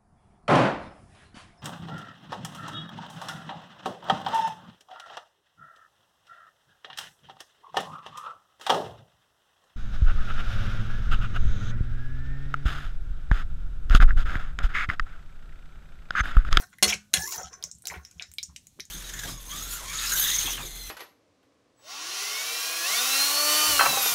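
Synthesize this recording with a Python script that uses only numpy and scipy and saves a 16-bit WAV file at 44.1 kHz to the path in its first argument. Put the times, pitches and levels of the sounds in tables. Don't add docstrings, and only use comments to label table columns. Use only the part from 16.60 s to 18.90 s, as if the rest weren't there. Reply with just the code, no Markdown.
import sys
import numpy as np
from scipy import signal
from scipy.fft import rfft, irfft
from scipy.io import wavfile
from scipy.ndimage import uniform_filter1d

SR = 44100
rng = np.random.default_rng(int(sys.argv[2]) if len(sys.argv) > 2 else 0)


def to_wav(s):
    ch = np.atleast_2d(s).T
    pcm = np.round(np.clip(ch, -1, 1) * 32767)
    wavfile.write(sys.argv[1], SR, pcm.astype(np.int16))


N = 101429

SIZZLE_DB, DIRECT_DB, RUB_GAIN = -64, -3, 0.73
RING_DB, RUB_RING_DB, NUT_RING_DB = -9, -6, -7.5
BLOW_MODES_DB = 8
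RISE_MS = 0.35
BLOW_HZ, BODY_HZ = 4400, 600
CLICK_Q, KNOCK_Q, TICK_HZ, TICK_Q = 3.4, 1.8, 7400, 0.54
GRAIN_MS, SCRAPE_GRAIN_DB = 2.4, 5
PATCH_MS, PATCH_DB = 25, 5.0
SQUEAK_MS, SQUEAK_ROUGH = 6, 1.1
OCTAVE_DB = -7.5
LOWEST_T60_S, T60_AT_1K_S, T60_SLOPE = 0.45, 0.1, -0.14
DAMP_SPREAD = 1.9
SWELL_MS = 6.0
ROOM_DB, ROOM_T60_S, ROOM_HZ = -15.5, 0.22, 7900
MIC_HZ, TOP_HZ = 52, 15700


def undb(db):
    return 10 ** (np.asarray(db) / 20)


def unit(x):
    return x / np.sqrt(np.mean(x ** 2))


def peak(x):
    return x / np.abs(x).max()


def band(x, hz, q):
    return signal.lfilter(*signal.iirpeak(min(hz, SR / 2.3), max(q, .3), fs=SR), x)


def resonate(x, hz, q):
    return peak(band(band(x, hz, q), hz, q))


def add(out, t, x):
    i = int(t * SR)
    out[i:i + len(x)] += x[:N - i]


def walk(ms):
    k = int(ms * SR / 1000)
    smooth = uniform_filter1d(rng.standard_normal(N), k)
    return unit(uniform_filter1d(smooth, k))


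def ring(hz, db, t60, size=12000):
    t = np.arange(size) / SR
    decay = np.exp(-np.log(1000) * t / t60[:, None])
    return undb(db)[:, None] * decay * np.sin(2 * np.pi * hz[:, None] * t)


def burst(ms, noise):
    t = np.arange(len(noise)) * 1000 / SR
    force = np.sign(noise) * (.5 + np.abs(noise))
    rise = 1 - np.exp(-t / min(RISE_MS, ms))
    return force * rise * np.exp(-t / max(ms, .05))


def sizzle():
    # f/Hz, relative density level/dB
    noise_spectrum = [(30, 7), (189, 3.5), (394, -13), (1630, -26), (4190, -15.5), (4780, -21),
                      (6050, -14.5), (14400, -24), (16000, -32.5)]
    f, db = np.array(noise_spectrum).T
    hz = np.arange(N // 2 + 1) * SR / N + 1
    shape = undb(np.interp(np.log(hz), np.log(f), db))
    x = irfft(rfft(rng.standard_normal(N)) * shape, N)
    swell_db = walk(60)
    return unit(x) * undb(SIZZLE_DB + swell_db)


def room(x):
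    t = np.arange(SR // 2) / SR
    tail = band(rng.standard_normal(len(t)), ROOM_HZ, .5) * np.exp(-np.log(1000) * t / ROOM_T60_S)
    tail /= np.sqrt(np.sum(tail ** 2))
    return undb(ROOM_DB) * signal.fftconvolve(x, tail)[:N]


def thumps():
    # f/Hz, t60/s
    rocking_modes = [(70.77, 0.17), (168.5, 0.15), (119, 0.087)]
    # t/s, level/dB, relative level of the upper modes/dB
    rocking_events = [(0.258, -27.5, -9.5), (0.336, -38.5, 0.5), (.565, -27.5, -1.5), (.765, -42, -1),
                      (0.834, -37.5, -5.5), (1.036, -45, -1), (1.137, -45.5, -3), (1.297, -41.5, -1.5),
                      (1.36, -29.5, -10), (1.55, -42, -5.5), (1.681, -44, -17), (1.81, -49.5, -20),
                      (1.877, -38, -7), (2.186, -50, 1)]
    hz, t60 = np.array(rocking_modes).T
    swell = (1 - np.exp(-np.arange(12000) / (SWELL_MS * SR / 1000))) ** 2
    low, *upper = ring(hz, 0 * hz, t60) * swell
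    out = np.zeros(N)
    for t, db, upper_db in rocking_events:
        add(out, t, undb(db) * (low + undb(upper_db) * sum(upper)))
    return out


def squeak():
    # t/s, f/Hz, level before roughening/dB
    rough_tones = [
        [(0.471, 454, -92.5), (.555, 721, -58.5), (.62, 836, -51), (0.654, 910, -50.5), (.685, 1075, -46),
         (.73, 1073, -58), (.745, 913, -41), (.77, 910, -52.5)],
        [(.545, 1690, -35), (.62, 1710, -48), (.65, 1720, -37.5), (.672, 1800, -54)],
        [(.635, 372, -52.5), (.76, 378, -67)],
        [(.78, 1294, -57), (.85, 1302, -52.5), (.89, 1277, -68)],
        [(.79, 756, -50.5), (.9, 749, -59)],
    ]
    t, out = np.arange(N) / SR, np.zeros(N)
    tones = [np.array(rows).T for rows in rough_tones]
    s, hz, db = tones[0]
    tones.append((s, 2 * hz, db + OCTAVE_DB))
    for s, hz, db in tones:
        phase = 2 * np.pi * np.cumsum(np.interp(t, s, hz)) / SR
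        tone = (1 + SQUEAK_ROUGH * walk(SQUEAK_MS)) * np.sin(phase)
        tone += SQUEAK_ROUGH * walk(SQUEAK_MS) * np.cos(phase)
        out += undb(np.interp(t, s, db, -120, -120)) * tone
    return out


def scrape():
    # f/Hz, Q
    friction_bands = [(800, 0.63), (2900, 0.56), (6200, 3), (10500, 0.52)]
    # t/s, then relative level/dB in each friction band
    strokes = [
        [(0, -41.5, -35, -61, -42), (.1, -94.5, -81, -103, -61.5), (.14, -107, -52, -60, -93)],
        [(.25, -31, -28.5, -65, -54), (.297, -37, -30.5, -62, -30), (.34, -43.5, -30, -54, -71),
         (.37, -65, -75, -80, -75)],
        [(.56, -34, -29.5, -44.5, -35.5), (.63, -63.5, -56, -33.5, -34.5), (.7, -64, -45.5, -34.5, -38.5),
         (.725, -49.5, -36.5, -38, -35), (.774, -46, -48, -44, -40), (.796, -37.5, -48, -40, -41),
         (.885, -72, -49.5, -48, -93), (.908, -56.5, -99, -66.5, -88), (.932, -47, -51.5, -42, -91),
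         (.978, -56.5, -85, -76.5, -94), (1.1, -64, -99.5, -70, -81)],
        [(1.24, -61, -61, -104, -90), (1.315, -46.5, -53, -74.5, -55), (1.354, -41.5, -58, -90.5, -55),
         (1.426, -65.5, -78.5, -74.5, -71), (1.47, -74.5, -59.5, -51, -93), (1.56, -79, -70.5, -91, -95),
         (1.62, -48, -54, -70.5, -89), (1.7, -101, -81, -57, -87)],
    ]
    t, out = np.arange(N) / SR, np.zeros(N)
    k = int(GRAIN_MS * SR / 1000)
    for b, (hz, q) in enumerate(friction_bands):
        grain_size = np.minimum(rng.exponential(size=N // k + 1), 3)
        size = np.repeat(grain_size, k)[:N]
        grains = rng.standard_normal(N) * undb(SCRAPE_GRAIN_DB * size)
        grit = np.zeros(N)
        for step in np.linspace(-1, 1, 6):
            centre, sharp = hz * 2 ** (step / q / 2), 5 * q
            patch = band(band(grains, centre, sharp), centre, sharp)
            grit += undb(PATCH_DB * walk(PATCH_MS)) * patch
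        grit = unit(grit)
        for rows in map(np.array, strokes):
            out += grit * undb(np.interp(t, rows[:, 0], rows[:, b + 1], -120, -120))
    return out


def clicks():
    # t/s, relative level/dB, f/Hz, rattle/ms, tick re click/dB
    nut_clicks = [(0.185, -38, 2030, 2.9, 4.5), (0.2796, -15.5, 6200, 2.6, 1),
                  (0.297, -14.5, 5500, 2.5, -6), (0.3286, -14, 2400, 2.8, -11),
                  (1.0261, -23, 4260, 0.97, -6.5), (1.0391, -13, 6350, 0.53, -12),
                  (1.114, -24, 6730, 1.33, -23), (1.1502, -38, 7600, 2.9, -8.5),
                  (1.1844, -44, 8390, 1.6, -15.5), (1.2218, -39, 8470, 1.2, 3),
                  (1.2548, -24, 4750, 1.15, 0.5), (1.2713, -17, 7060, 0.66, 4.5),
                  (1.281, -22.5, 5670, 4.2, -22), (1.3004, -24, 2120, 0.61, -15),
                  (1.45, -29.5, 5570, 1.74, -4), (1.512, -39, 6520, 0.97, 0.5),
                  (1.5967, -18.5, 2750, 0.95, -29), (1.623, -19, 4680, 0.87, -32),
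                  (1.7157, -37.5, 7200, 2, 2.5), (1.738, -35.5, 8030, 1.1, 7.5),
                  (1.784, -16.5, 4000, 1.4, -4.5), (1.7833, -25, 2310, 1.45, -35),
                  (1.8292, -23, 5870, 1.8, -0.5), (1.833, -22, 6500, 3.4, -23),
                  (1.9617, -27, 2730, 0.73, -14), (2.0694, -34.5, 6850, 1.2, 0),
                  (2.1978, -26.5, 3600, 0.7, -3.5), (2.2038, -20, 5100, 1.06, -15),
                  (2.2528, -37, 6700, 0.94, -2)]
    # t/s, relative level/dB, f/Hz, rattle/ms
    broad_knocks = [(.2795, -18, 2700, 14), (.2905, -20.5, 3000, 4), (.2975, -15.5, 2450, 1.4),
                    (.3245, -13, 2650, 2.6), (.338, -18, 5500, 3.5), (.7205, -23, 5550, 27),
                    (1.307, -30.5, 2013, 5), (1.317, -32, 880, 9), (1.339, -33, 2130, 24),
                    (1.606, -36, 2010, 27), (1.893, -52, 1050, 24), (1.9616, -28, 6160, 3.1),
                    (2.175, -50, 370, 23), (2.19, -39, 427, 2), (2.198, -28, 2230, 0.58)]
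    out = np.zeros(N)
    for t, db, hz, ms, tick_db in nut_clicks:
        noise = rng.standard_normal(2048)
        rattle = resonate(burst(ms, noise), hz, CLICK_Q)
        tick = resonate(burst(.2, noise), TICK_HZ, TICK_Q)
        add(out, t, undb(db) * (rattle + undb(tick_db) * tick))
    for t, db, hz, ms in broad_knocks:
        knock = resonate(burst(ms, rng.standard_normal(2048)), hz, KNOCK_Q)
        add(out, t, undb(db) * knock)
    return out


def blows():
    # t/s, relative level/dB, contact decay/ms, push re burst/dB
    spatula_blows = [(0.2257, -2.5, 9, -14.5), (0.2306, -2, 2.14, -18.5), (0.2409, -7, 7.7, -18.5),
                     (0.5341, -17.5, 0.45, -19.5), (0.5381, -2, 2.52, -25.5), (.545, -18.5, 16, -10.5)]
    out = np.zeros(N)
    push = peak(band(burst(0.16, np.ones(2048)), BODY_HZ, 0.3))
    for t, db, ms, body_db in spatula_blows:
        hit = resonate(burst(ms, rng.standard_normal(2048)), BLOW_HZ, .5)
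        add(out, t, undb(db) * (hit + undb(body_db) * push))
    return out


def pan(count=700):
    # f/Hz, relative level/dB
    strong_modes = [(207, -12.5), (374, -7), (600, -13), (749, -1.5), (1096, -7.5), (1670, -13), (2065, -8),
                    (2722, -23), (2880, -15), (3425, -9), (4050, -14), (4188, -8.5), (4345, -7),
                    (5800, -15.5), (6645, -15.5), (6825, -8), (8140, -8.5), (9730, -6), (11285, -14)]
    # f/Hz, relative level at longest decay/dB, longest t60/s
    minor_envelope = [(300, -38, 0.2), (1291, -42.5, 0.64), (2170, -22.5, 0.13), (3150, -37, 0.23),
                      (3900, -23.5, 0.16), (4890, -43.5, 0.2), (5230, -28, 0.25), (6550, -30, 0.26),
                      (8070, -27, 0.24), (12580, -25, 0.17), (14700, -44, .2)]
    chance = rng.random((count, 3))
    hz = 300 + 15700 * (np.arange(count) + chance[:, 0]) / count
    f, db, t60 = np.array(minor_envelope).T
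    shorten = 2 ** (-DAMP_SPREAD * chance[:, 1])
    level = np.interp(hz, f, db) - 20 * np.log10(shorten)
    sign = np.sign(chance[:, 2] - .5)
    minor = sign @ ring(hz, level, np.interp(hz, f, t60) * shorten)
    hz, db = np.array(strong_modes).T
    t60 = np.r_[LOWEST_T60_S, T60_AT_1K_S * (hz[1:] / 1000) ** T60_SLOPE]
    strong = ring(hz, db, t60).sum(axis=0)
    return np.array([strong, minor]) / np.sqrt(np.sum((strong + minor) ** 2))


def scene():
    strong, minor = pan()
    steel, nuts, rub = blows(), clicks(), scrape()
    rung = undb(RING_DB) * signal.fftconvolve(steel, undb(BLOW_MODES_DB) * strong + minor)[:N]
    rung += undb(RUB_RING_DB) * signal.fftconvolve(rub, strong / 2 + minor)[:N]
    rung += undb(NUT_RING_DB) * signal.fftconvolve(nuts, minor)[:N]
    direct = undb(DIRECT_DB) * (steel + nuts) + RUB_GAIN * rub
    mix = direct + rung + room(nuts) + squeak() + thumps() + sizzle()
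    return mix[None]


def record(dry):
    dry = signal.sosfilt(signal.butter(2, MIC_HZ, "high", fs=SR, output="sos"), dry)
    return signal.sosfilt(signal.ellip(10, .2, 80, TOP_HZ, fs=SR, output="sos"), dry)


dry = scene()
out = record(dry)
to_wav(out)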